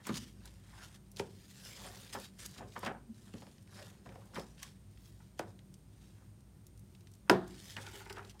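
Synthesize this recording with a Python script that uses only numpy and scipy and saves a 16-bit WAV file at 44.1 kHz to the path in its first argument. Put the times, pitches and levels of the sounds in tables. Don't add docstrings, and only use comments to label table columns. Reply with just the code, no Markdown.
import sys
import numpy as np
from scipy import signal
from scipy.fft import rfft, irfft, next_fast_len
from scipy.io import wavfile
from scipy.ndimage import uniform_filter1d, map_coordinates

SR = 44100
rng = np.random.default_rng(int(sys.argv[2]) if len(sys.argv) > 2 else 0)


def magnitude_from_level(level_db):
    exponent = np.asarray(level_db, float) / 20
    return 10 ** exponent


def put_to_file(sound):
    columns = np.atleast_2d(sound).T
    safe = np.clip(columns, -1, 1)
    whole_steps = np.round(safe * 32767)
    wavfile.write(sys.argv[1], SR, whole_steps.astype(np.int16))


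N = 370440

# [f/Hz, level/dB per Hz]
AIR_SPECTRUM = [(18, -33), (30, -7), (108, -2.5), (152, 0.5), (203, -14.5), (318, -14.5), (372, -12),
                (581, -59), (1530, -58), (2100, -37), (6310, -35.5), (8870, -37), (15800, -40)]
# [f/Hz, width/Hz, level/dB]
HUM_BANDS = [(55.3, 4.6, -57), (100.6, 6.9, -58.5), (194, 8.9, -64), (6600, 130, -93.5), (8700, 170, -81)]

RUB_STROKES = [(0.072, -51.5, 0.052, 0.083), (0.175, -41.5, 0.055, 0.019), (0.21, -55, 0.091, 0.14),
               (0.464, -63, .1, 0.21), (0.79, -61.5, 0.25, .1), (0.836, -54, 0.044, 0.096),
               (0.958, -55, 0.04, 0.021), (1.195, -50, 0.029, 0.042), (1.23, -68.5, .03, .4),
               (1.6, -60.5, 0.51, 0.12), (1.66, -51.5, 0.061, 0.16), (1.75, -56.5, 0.16, 0.37),
               (1.846, -54, 0.12, 0.34), (2.03, -60.5, .2, 0.43), (2.132, -43, 0.0072, 0.037),
               (2.248, -51.5, 0.11, 0.052), (2.392, -52.5, .014, 0.22), (2.46, -49, 0.071, 0.015),
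               (2.585, -60, 0.13, 0.043), (2.764, -65.5, 0.22, .3), (2.868, -57, 0.17, 0.037),
               (3.158, -69, 0.032, .5), (3.28, -68.5, 0.17, .2), (3.34, -64, .04, .02),
               (3.408, -62.5, .15, .04), (3.43, -67, .03, 0.43), (3.77, -57.5, 0.1, 0.24),
               (3.9, -64, 0.27, 0.067), (4.063, -69, 0.069, 0.5), (4.36, -57, 0.045, 0.2),
               (4.586, -66, 0.036, 0.27), (4.639, -55, 0.083, 0.096), (5.06, -67.5, 0.22, 0.17),
               (5.25, -74, .2, 0.18), (5.385, -63.5, 0.014, 0.078), (5.5, -70, .15, 0.07),
               (6.05, -69, 0.18, 0.18), (6.2, -77, .2, 0.12), (7.475, -64.5, 0.014, 0.34),
               (7.62, -59, 0.23, 0.33), (7.702, -52.5, .1, 0.09), (7.81, -57, .06, 0.52),
               (7.956, -55, 0.06, 0.13), (8.1, -54, 0.0091, 0.029), (8.31, -61, 0.098, 0.023),
               (8.399, -55, 0.0068, .1)]
# [t/s, rustle level/dB, rise/s, fall/s, table's share level/dB]
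SHEET_FLAPS = [(0.001, -57.5, .01, .05, -10), (0.075, -45.5, 0.014, 0.045, -1),
               (0.162, -55, 0.063, 0.074, -15), (0.464, -65, 0.15, 0.091, 3), (0.83, -55, 0.23, 0.2, -17),
               (1.2, -61.5, 0.051, 0.094, 12), (1.66, -56.5, 0.056, .12, -2),
               (1.846, -53, 0.16, 0.35, -0.5), (2.158, -39.5, 0.031, 0.05, -3.5),
               (2.624, -49.5, 0.066, 0.072, 5), (2.763, -36, 0.0083, 0.03, -8),
               (2.868, -34.5, .05, 0.1, -6.5), (3.282, -60, .025, .04, -2), (3.345, -63, .02, 0.25, 1),
               (3.78, -55.5, 0.1, 0.34, -2.5), (4.062, -60.5, .012, 0.5, 5.5),
               (4.37, -41, 0.033, 0.073, 2.5), (4.64, -61, 0.046, 0.073, -4), (5.41, -52, 0.011, 0.1, 4.5),
               (6.23, -67.5, .2, .1, -7), (7.29, -54, 0.024, .02, -10), (7.774, -42.5, .012, 0.067, -6),
               (7.9, -57, 0.12, 0.5, -11), (8.185, -46.5, 0.05, 0.1, -11)]
# [t/s of most pressure, level/dB, rise/s, fall/s]
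FILM_SIZZLES = [(1.5, -71, .3, 0.33), (1.68, -64, .15, .2), (1.8, -65, .2, .3), (1.98, -65, .2, .25),
                (2.05, -65, .03, .04), (2.14, -53, .015, 0.043), (2.24, -64, .1, 0.044),
                (5.07, -69, .15, 0.12), (7.7, -66, .2, 0.18), (7.98, -61, .15, .06), (8.055, -71, .04, .02),
                (8.13, -63, .008, 0.016)]
# [f/Hz, level/dB per Hz]
FIBRE_SPECTRUM = [(710, -10), (1200, -6.5), (1790, -1.5), (2370, -2.5), (3200, 0.5), (4060, -0.5),
                  (5200, -2), (6810, -2), (8920, -4), (15800, -17)]
# [f/Hz, level/dB per Hz]
SHEET_SPECTRUM = [(380, -27), (650, -6), (753, -2.5), (1280, -0.5), (1550, -1), (3000, -13), (4200, -26),
                  (7000, -62)]
# [f/Hz, level/dB per Hz]
TABLE_SPECTRUM = [(140, -4), (230, 3), (302, -7.5), (393, 1), (850, -9.5), (1100, -12), (1870, -120)]
# [f/Hz, level/dB per Hz]
FILM_SPECTRUM = [(5000, -36), (8000, -10), (10000, -3), (13000, 0), (15800, 0)]
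# [f/Hz, width/Hz, level/dB]
BODY_MODES = [(397, 120, 3), (540, 51, 6.5), (730, 27, 2), (970, 330, 1.5), (1450, 120, -0.5),
              (1780, 310, 2.5), (3200, 100, 3.5), (3700, 250, 1.5), (4740, 330, 1.5), (5150, 530, 3)]

# [t/s, peak level/dB, pitch f/Hz]
CREASE_SNAPS = [(0.0526, -38.5, 2320), (0.069, -27, 7700), (0.142, -33.5, 3200), (0.456, -37.5, 6200),
                (0.4753, -43, 3240), (1.116, -42, 9120), (1.162, -38.5, 4060), (1.169, -32.5, 4000),
                (1.65, -38, 4660), (1.837, -44, 3270), (1.8912, -42, 5090), (1.9485, -42, 5060),
                (1.973, -39, 4790), (2.0467, -45, 5290), (2.1286, -42, 4480), (2.199, -37, 8210),
                (2.2438, -40, 4320), (2.386, -51, 5800), (2.4604, -28.5, 7500), (2.582, -37, 3220),
                (2.7219, -47, 3000), (2.791, -37.5, 9000), (2.849, -33, 4200), (3.8257, -39.5, 3250),
                (2.8327, -31, 1490), (4.345, -41, 5600), (4.356, -38, 3000), (4.396, -34.5, 4260),
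                (4.629, -28, 5940), (4.6305, -33, 2330), (5.392, -30.5, 5500), (7.312, -31, 5000),
                (7.478, -40.5, 7800), (8.1264, -34, 4690), (7.767, -30, 1900), (7.8672, -39, 2600),
                (8.1015, -38, 1600), (8.107, -36, 1100), (8.183, -43, 5500), (8.296, -38, 4000)]
# [t/s, peak level/dB, pitch f/Hz]
FAINT_SNAPS = [(0.9438, -55, 3300), (2.5112, -46, 6470), (3.145, -51, 3960), (3.3812, -45, 3550),
               (3.5139, -49, 4970), (3.5814, -47.5, 2810), (3.6252, -52, 6440), (3.675, -49, 2280),
               (3.744, -50, 5300), (4.2133, -56, 2650), (4.256, -51, 8800), (4.58, -46, 2340),
               (4.912, -52, 8750), (4.974, -51, 2900), (5.3776, -58, 6010), (5.5908, -46, 2750),
               (5.7407, -44, 5500), (6.4058, -56, 6000), (6.667, -43, 8300), (6.7755, -49.5, 6400),
               (6.7935, -48, 8700), (6.9498, -48, 3000), (7.008, -52, 3730), (7.0712, -45.5, 2900),
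               (7.116, -50, 7000), (7.137, -46, 6150), (7.1514, -49, 7090), (7.543, -44, 3170),
               (8.2277, -48, 2410), (8.2484, -42, 3780)]
# [t/s, peak level/dB, slap f/Hz, thump level/dB, crease snap level/dB]
FINGER_TAPS = [(0.068, -34.5, 1340, -10, -20), (0.093, -30.5, 1210, 3.5, 0), (1.85, -41, 746, -21, -15),
               (2.15, -32, 790, -12, -18), (2.562, -47, 1090, -8, -12), (2.586, -45.5, 1300, -3, -12),
               (2.608, -38.5, 730, -7, -23), (2.63, -40.5, 600, -7, -21), (2.832, -29.5, 730, -11.5, -18),
               (2.864, -27.5, 900, -9, -1), (3.34, -49.5, 630, 13, 7), (3.422, -42, 664, -8, -3),
               (3.469, -48, 673, -2.5, 0), (4.061, -42.5, 760, -3, -7), (4.093, -50, 607, -5, 5.5),
               (4.337, -46, 990, -6, -15), (4.359, -35, 1790, -22, -10), (4.365, -31.5, 905, -9.5, -12),
               (7.768, -36.5, 1800, -13, 3.5), (8.162, -44, 2070, -12, -4), (8.17, -41, 1250, -17, -8),
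               (8.353, -56, 870, -15, -20)]
# [t/s, peak level/dB, slap
# f/Hz, thump level/dB, crease snap level/dB]
RIM_TAPS = [
    (1.198, -32, 820, -1, 7.5),
    (2.765, -34, 1100, -21, -14),
    (4.158, -41, 740, -16, -8),
    (5.401, -33, 850, -12, -24),
    (7.329, -20, 710, -8, -25),
]
# [t/s, level/dB, pitch f/Hz,
# rise and fall/s]
AIR_POCKETS = [(0.83, -59, 1400, .05), (1.9, -57.5, 713, 0.05), (3.82, -56, 580, 0.06),
               (4.18, -58, 540, 0.043), (1.665, -55, 5200, 0.054), (1.87, -57, 9000, .03),
               (7.795, -60, 1300, .04), (7.87, -57, 1500, .04), (8.3, -60, 2870, 0.0087),
               (8.36, -61.5, 840, 0.026), (2.62, -50, 730, .03), (4.075, -54, 564, 0.027),
               (3.1, -50, 225, .04), (4.348, -58, 5230, .012), (4.64, -58, 1100, .03)]
# [t/s, peak level/dB, centre f/Hz, spread/s per root of a period]
BENDING_BLOWS = [
    (5.3915, -26, 430, .14),
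    (1.196, -34, 450, .1),
    (7.2962, -12, 420, .11),
]

# [t/s, peak level/dB, low mode level/dB, crease snap level/dB]
TUBE_ROCKS = [(5.2, -52.5, -14, -16), (7.78, -42.5, -7, -15), (7.868, -39.5, -10, 6.5),
              (7.93, -45.5, -1, -8), (7.949, -44, 3.5, -8), (8.002, -40.5, -11, -1), (8.059, -40, -9, -2),
              (8.1, -39, 1, 5), (8.14, -50, 8.5, -10), (8.169, -38, -4.5, -3), (8.24, -52.5, 0.5, -10),
              (7.834, -45, -10, -10)]
# [f/Hz, width/Hz, level/dB]
TUBE_MODES = [(388.5, 80, 1), (894, 190, -2.5), (1420, 280, -2.5), (2020, 510, -4.5)]
# [f/Hz, level/dB, t60/s]
KNOCK_MODES = [(132.6, -13, 0.39), (187.2, -9.5, 0.44), (231, -8.5, 0.18), (266.6, -7.5, 0.23),
               (317, -3, 0.13), (364.7, 3, 0.14), (414, 1, 0.17), (511.3, -6, 0.2), (651, -7.5, 0.26),
               (682, -16.5, 0.36), (814, -8, 0.19), (920, -2, 0.094), (984, -3, 0.11), (1240, -16, 0.1),
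               (1388, -3, 0.069), (1430, -1.5, .1), (1587, -10, 0.11), (1740, -7.5, 0.048),
               (3010, -0.5, 0.02), (3600, -30, .02), (5090, 5.5, 0.0078)]
# [f/Hz, level/dB per Hz]
CRACK_SPECTRUM = [(530, -33), (900, -2), (1590, 3.5), (2390, -25), (2960, -12.5), (3590, -25), (5100, -19),
                  (14700, -27), (16000, -51)]
# [f/Hz, level/dB per Hz]
WASH_SPECTRUM = [(450, -29), (700, 6.5), (1200, 0), (1850, -1), (2000, -22), (3600, -12.5), (6000, -29),
                 (15000, -53)]
# [f/Hz, t60/s]
ROOM_DECAY = [(150, 0.99), (500, 0.29), (1700, 0.29), (2500, 0.18), (10000, 0.085)]

KNOCK_S, KNOCK_DB = 7.2965, -11
DRAG_RUSTLE_DB, DRAG_RUMBLE_DB = -15.5, -19
TABLE_LAG_S, TABLE_LINGERS = 0.017, 1.04
STROKE_ROUND, FLAP_ROUND = 1.11, 1.12
CRISP_HZ, CRISP_DIES = 1700, 0.43
SNAP_T60_S, TICK_T60_S = 0.057, 0.058
TAP_SNAP_HZ, TAP_SNAP_LEAD_S = 2360, 0.002
CRACKLE_PER_S, CRACKLE_OVER_DB, CRACKLE_HZ = 35, 9, 4300
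SOFT_THUMP_HZ, SOFT_T60_S = 199, 0.27
HARD_THUMP_HZ, HARD_T60_S = 376, 0.19
POCKET_WIDTH = 0.11
BEND_WIDTH, BEND_SLOPE, BEND_T60_S, BEND_RATTLE = 1.8, 1.5, 0.035, 0.09
ROCK_ATTACK_S, ROCK_T60_S = 0.0017, 0.11


def unit(x):
    return x / np.sqrt(np.mean(x ** 2) + 1e-20)


def decay(t, t60):
    return magnitude_from_level(-60 * t / t60)


def along(points, hz):
    f, v = np.transpose(points)
    return np.interp(np.log(hz + 1), np.log(f + 1), v)


def filtered(x, response):
    m = next_fast_len(len(x) + 4096)
    return irfft(rfft(x, m) * response(np.fft.rfftfreq(m, 1 / SR)), m)[:len(x)]


def peak(hz, width_hz):
    return lambda f: 1j * f * width_hz / (hz * hz - f * f + 1j * f * width_hz)


def body(hz):
    modes = [(magnitude_from_level(db) - 1) * peak(centre_hz, width_hz)(hz) for centre_hz, width_hz, db in BODY_MODES]
    return 1 + sum(modes)


def coloured_noise(length, spectrum):
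    return unit(filtered(rng.standard_normal(length), lambda hz: magnitude_from_level(along(spectrum, hz))))


def wobble(rate):
    knots = rng.standard_normal(int(N * rate / SR) + 4)
    return map_coordinates(knots, [np.arange(N) * rate / SR])


def add(track, s, x):
    i = round(s * SR)
    track[i:i + len(x)] += x[:len(track) - i]


def swell(s, db, rise, fall, roundness=STROKE_ROUND):
    late = np.arange(0, N / SR, 1 / 1000) - s
    span = np.where(late < 0, rise, fall)
    return magnitude_from_level(db - 20 * abs(late / span) ** roundness)


def together(gains):
    total = np.sqrt(sum(g ** 2 for g in gains))
    return np.interp(np.arange(N), np.linspace(0, N, len(total), endpoint=False), total)


def burst(hz, spread, t60, attack, blow):
    t = np.arange(int(min(t60, 0.4) * SR)) / SR
    fall = 0.27 * decay(t, t60) + decay(t, 0.28 * t60)
    push = rng.standard_normal(len(t)) * fall * (1 - np.exp(-t / attack))
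    push[0] = blow * np.sqrt(SR / hz)
    ring = peak(hz, spread * hz)
    x = filtered(push, lambda f: ring(f) ** 2)
    return x / abs(x).max()


def background():
    bands = np.zeros(N)
    for hz, width_hz, db in HUM_BANDS:
        bands += magnitude_from_level(db) * unit(filtered(rng.standard_normal(N), peak(hz, width_hz)))
    air = coloured_noise(N, AIR_SPECTRUM)
    return magnitude_from_level(-62 + 0.78 * wobble(7.5)) * air + bands


def friction(spectrum, patchy_db, gritty_db):
    grit = magnitude_from_level(gritty_db * (wobble(500) + 0.7 * wobble(70)))
    z = signal.stft(grit * rng.standard_normal(N), nperseg=512)[2]
    field = uniform_filter1d(rng.standard_normal(z.shape), size=4, axis=0)
    field = uniform_filter1d(field, size=14, axis=1)
    x = signal.istft(z * magnitude_from_level(patchy_db * unit(field)), nperseg=512)[1][:N]
    return unit(filtered(x, lambda hz: magnitude_from_level(along(spectrum, hz)) * body(hz)))


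def flapping(strokes, lag, lasts, shared, drag_db):
    gains = [swell(s + lag, db + shared * share_db, rise + lag, lasts * fall, FLAP_ROUND)
             for s, db, rise, fall, share_db in SHEET_FLAPS]
    return together(gains + [magnitude_from_level(drag_db) * g for g in strokes])


def rubbing(strokes):
    hiss = friction(FIBRE_SPECTRUM, patchy_db=2.4, gritty_db=2.4)
    rustle = friction(SHEET_SPECTRUM, patchy_db=2.6, gritty_db=3.4)
    rumble = friction(TABLE_SPECTRUM, patchy_db=1.2, gritty_db=1.5)
    film = friction(FILM_SPECTRUM, patchy_db=2.2, gritty_db=2.6)

    dull = filtered(rustle, lambda hz: 1 / (1 + (hz / CRISP_HZ) ** 2))
    crisp = rustle - dull
    sheet = flapping(strokes, 0, 1, 0, DRAG_RUSTLE_DB) * dull
    sheet += flapping(strokes, 0, CRISP_DIES, 0, DRAG_RUSTLE_DB) * crisp
    table = flapping(strokes, TABLE_LAG_S, TABLE_LINGERS, 0.98, DRAG_RUMBLE_DB) * rumble
    sizzle = together([swell(*row) for row in FILM_SIZZLES]) * film
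    return sizzle + together(strokes) * hiss + magnitude_from_level(-5) * (sheet + table)


def snap(track, s, db, hz, t60):
    add(track, s, magnitude_from_level(db - 5.5) * burst(hz, spread=1.28, t60=t60, attack=0.00027, blow=0.87))


def snaps(pressure):
    track, chance = np.zeros(N), np.zeros(N)
    for s, db, hz in CREASE_SNAPS:
        snap(track, s, db, hz, SNAP_T60_S)
    for s, db, hz in FAINT_SNAPS:
        snap(track, s, db, hz, TICK_T60_S)
    for s, db, *_, snap_db in FINGER_TAPS + RIM_TAPS + TUBE_ROCKS:
        snap(track, s - TAP_SNAP_LEAD_S, db + snap_db, TAP_SNAP_HZ, SNAP_T60_S)
    add(track, KNOCK_S, magnitude_from_level(-26) * burst(2930, spread=0.12, t60=0.022, attack=0.00027, blow=0.89))
    for when, size, pitch in rng.random((int(CRACKLE_PER_S * N / SR), 3)):
        hz = CRACKLE_HZ * 2 ** (2 * pitch - 1)
        snap(chance, when * N / SR, CRACKLE_OVER_DB - 12 * size, hz, TICK_T60_S)
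    return track + chance * pressure


def taps():
    track = np.zeros(N)
    kinds = ((FINGER_TAPS, SOFT_THUMP_HZ, SOFT_T60_S), (RIM_TAPS, HARD_THUMP_HZ, HARD_T60_S))
    for rows, thump_hz, t60 in kinds:
        for s, db, hz, thump_db, _ in rows:
            slap = burst(hz, spread=0.87, t60=t60, attack=0.00039, blow=1.66)
            thump = burst(thump_hz, spread=0.6, t60=1.41 * t60, attack=0.0022, blow=1.66)
            lowest = burst(128.5, spread=0.7, t60=0.5, attack=0.0042, blow=1.12)
            add(track, s, magnitude_from_level(db - 5) * slap)
            add(track, s + 0.0015, magnitude_from_level(db + thump_db) * thump)
            add(track, s + 0.0031, magnitude_from_level(db + thump_db - 6) * lowest)
    return filtered(track, body)


def pockets():
    track, t = np.zeros(N), np.arange(-SR // 5, SR // 5) / SR
    for s, db, hz, span in AIR_POCKETS:
        ring = peak(hz, POCKET_WIDTH * hz)
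        breath = unit(filtered(rng.standard_normal(len(t)), lambda f: ring(f) ** 2))
        add(track, s + t[0], magnitude_from_level(db - 20 * abs(t / span) ** STROKE_ROUND) * breath)
    return track


def bends():
    track, t = np.zeros(N), np.arange(SR // 10) / SR
    for s, db, hz, spread in BENDING_BLOWS:
        push = BEND_RATTLE * rng.standard_normal(len(t)) * decay(t, BEND_T60_S)
        push[0] = -1
        ring = peak(hz, BEND_WIDTH * hz)
        x = filtered(push, lambda f: np.exp(-4j * np.pi * spread * np.sqrt(f)) * abs(ring(f)) ** BEND_SLOPE)
        add(track, s, magnitude_from_level(db) * x / abs(x).max())
    return track


def tube():
    track, t = np.zeros(N), np.arange(SR // 4) / SR
    for s, db, low_db, _ in TUBE_ROCKS:
        scrape = rng.standard_normal(len(t)) * decay(t, ROCK_T60_S) * (1 - np.exp(-t / ROCK_ATTACK_S))
        modes = []
        for hz, width_hz, mode_db in TUBE_MODES:
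            mode = filtered(scrape, lambda f: peak(hz, width_hz)(f) ** 2)
            modes.append(magnitude_from_level(mode_db) * mode / abs(mode).max())
        add(track, s, magnitude_from_level(db - 6.5) * (magnitude_from_level(low_db) * modes[0] + sum(modes[1:])))
    return track


def knock():
    track, t = np.zeros(N), np.arange(SR // 2) / SR
    ring = np.zeros(len(t))
    for hz, db, t60 in KNOCK_MODES:
        smear = unit(filtered(rng.standard_normal(len(t)), peak(hz, 39)))
        mode = 1.03 * np.sin(2 * np.pi * hz * t) + 0.34 * smear
        ring += magnitude_from_level(db) * decay(t, t60) * (1 - np.exp(-t * hz)) * mode
    crack = coloured_noise(len(t), CRACK_SPECTRUM)
    crack *= magnitude_from_level(12) * decay(t, 0.016) * (1 - np.exp(-(t / 0.0013) ** 2))
    wash = coloured_noise(len(t), WASH_SPECTRUM)
    wash *= magnitude_from_level(-15.5) * decay(t, 0.28) + magnitude_from_level(-26.5) * decay(t, 0.66)
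    wash *= 1 - np.exp(-(t / 0.0103) ** 2)
    blow = ring + crack + wash
    add(track, KNOCK_S, magnitude_from_level(KNOCK_DB) * blow / abs(blow).max())
    return track


def room(x, delay):
    hz, t, z = signal.stft(rng.standard_normal(SR // 2), SR, nperseg=256)
    fading = z * decay(t, along(ROOM_DECAY, hz)[:, None])
    tail = signal.istft(fading, SR, nperseg=256)[1]
    late = np.pad(x, (int(delay * SR), 0))
    return signal.fftconvolve(late, tail / np.linalg.norm(tail))[:N]


def scene():
    strokes = [swell(*row) for row in RUB_STROKES]
    paper = rubbing(strokes) + snaps(together(strokes)) + pockets()
    table = taps() + bends() + tube()
    cap = knock()
    walls = magnitude_from_level(-16.5) * room(paper, delay=0.009)
    walls += magnitude_from_level(-15.5) * room(table, delay=0.012)
    walls += magnitude_from_level(-19.5) * room(cap, delay=0.011)
    return (paper + table + cap + walls + background())[None]


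def top_cut(x):
    return signal.sosfilt(signal.butter(12, 16510, fs=SR, output="sos"), x)


def record(dry):
    mic = lambda hz: (1j * hz / (38 + 1j * hz)) ** 4 / (1 + (hz / 15900) ** 60)
    mix = filtered(dry[0], mic)[None]
    return top_cut(mix)


dry = scene()
out = record(dry)
put_to_file(out)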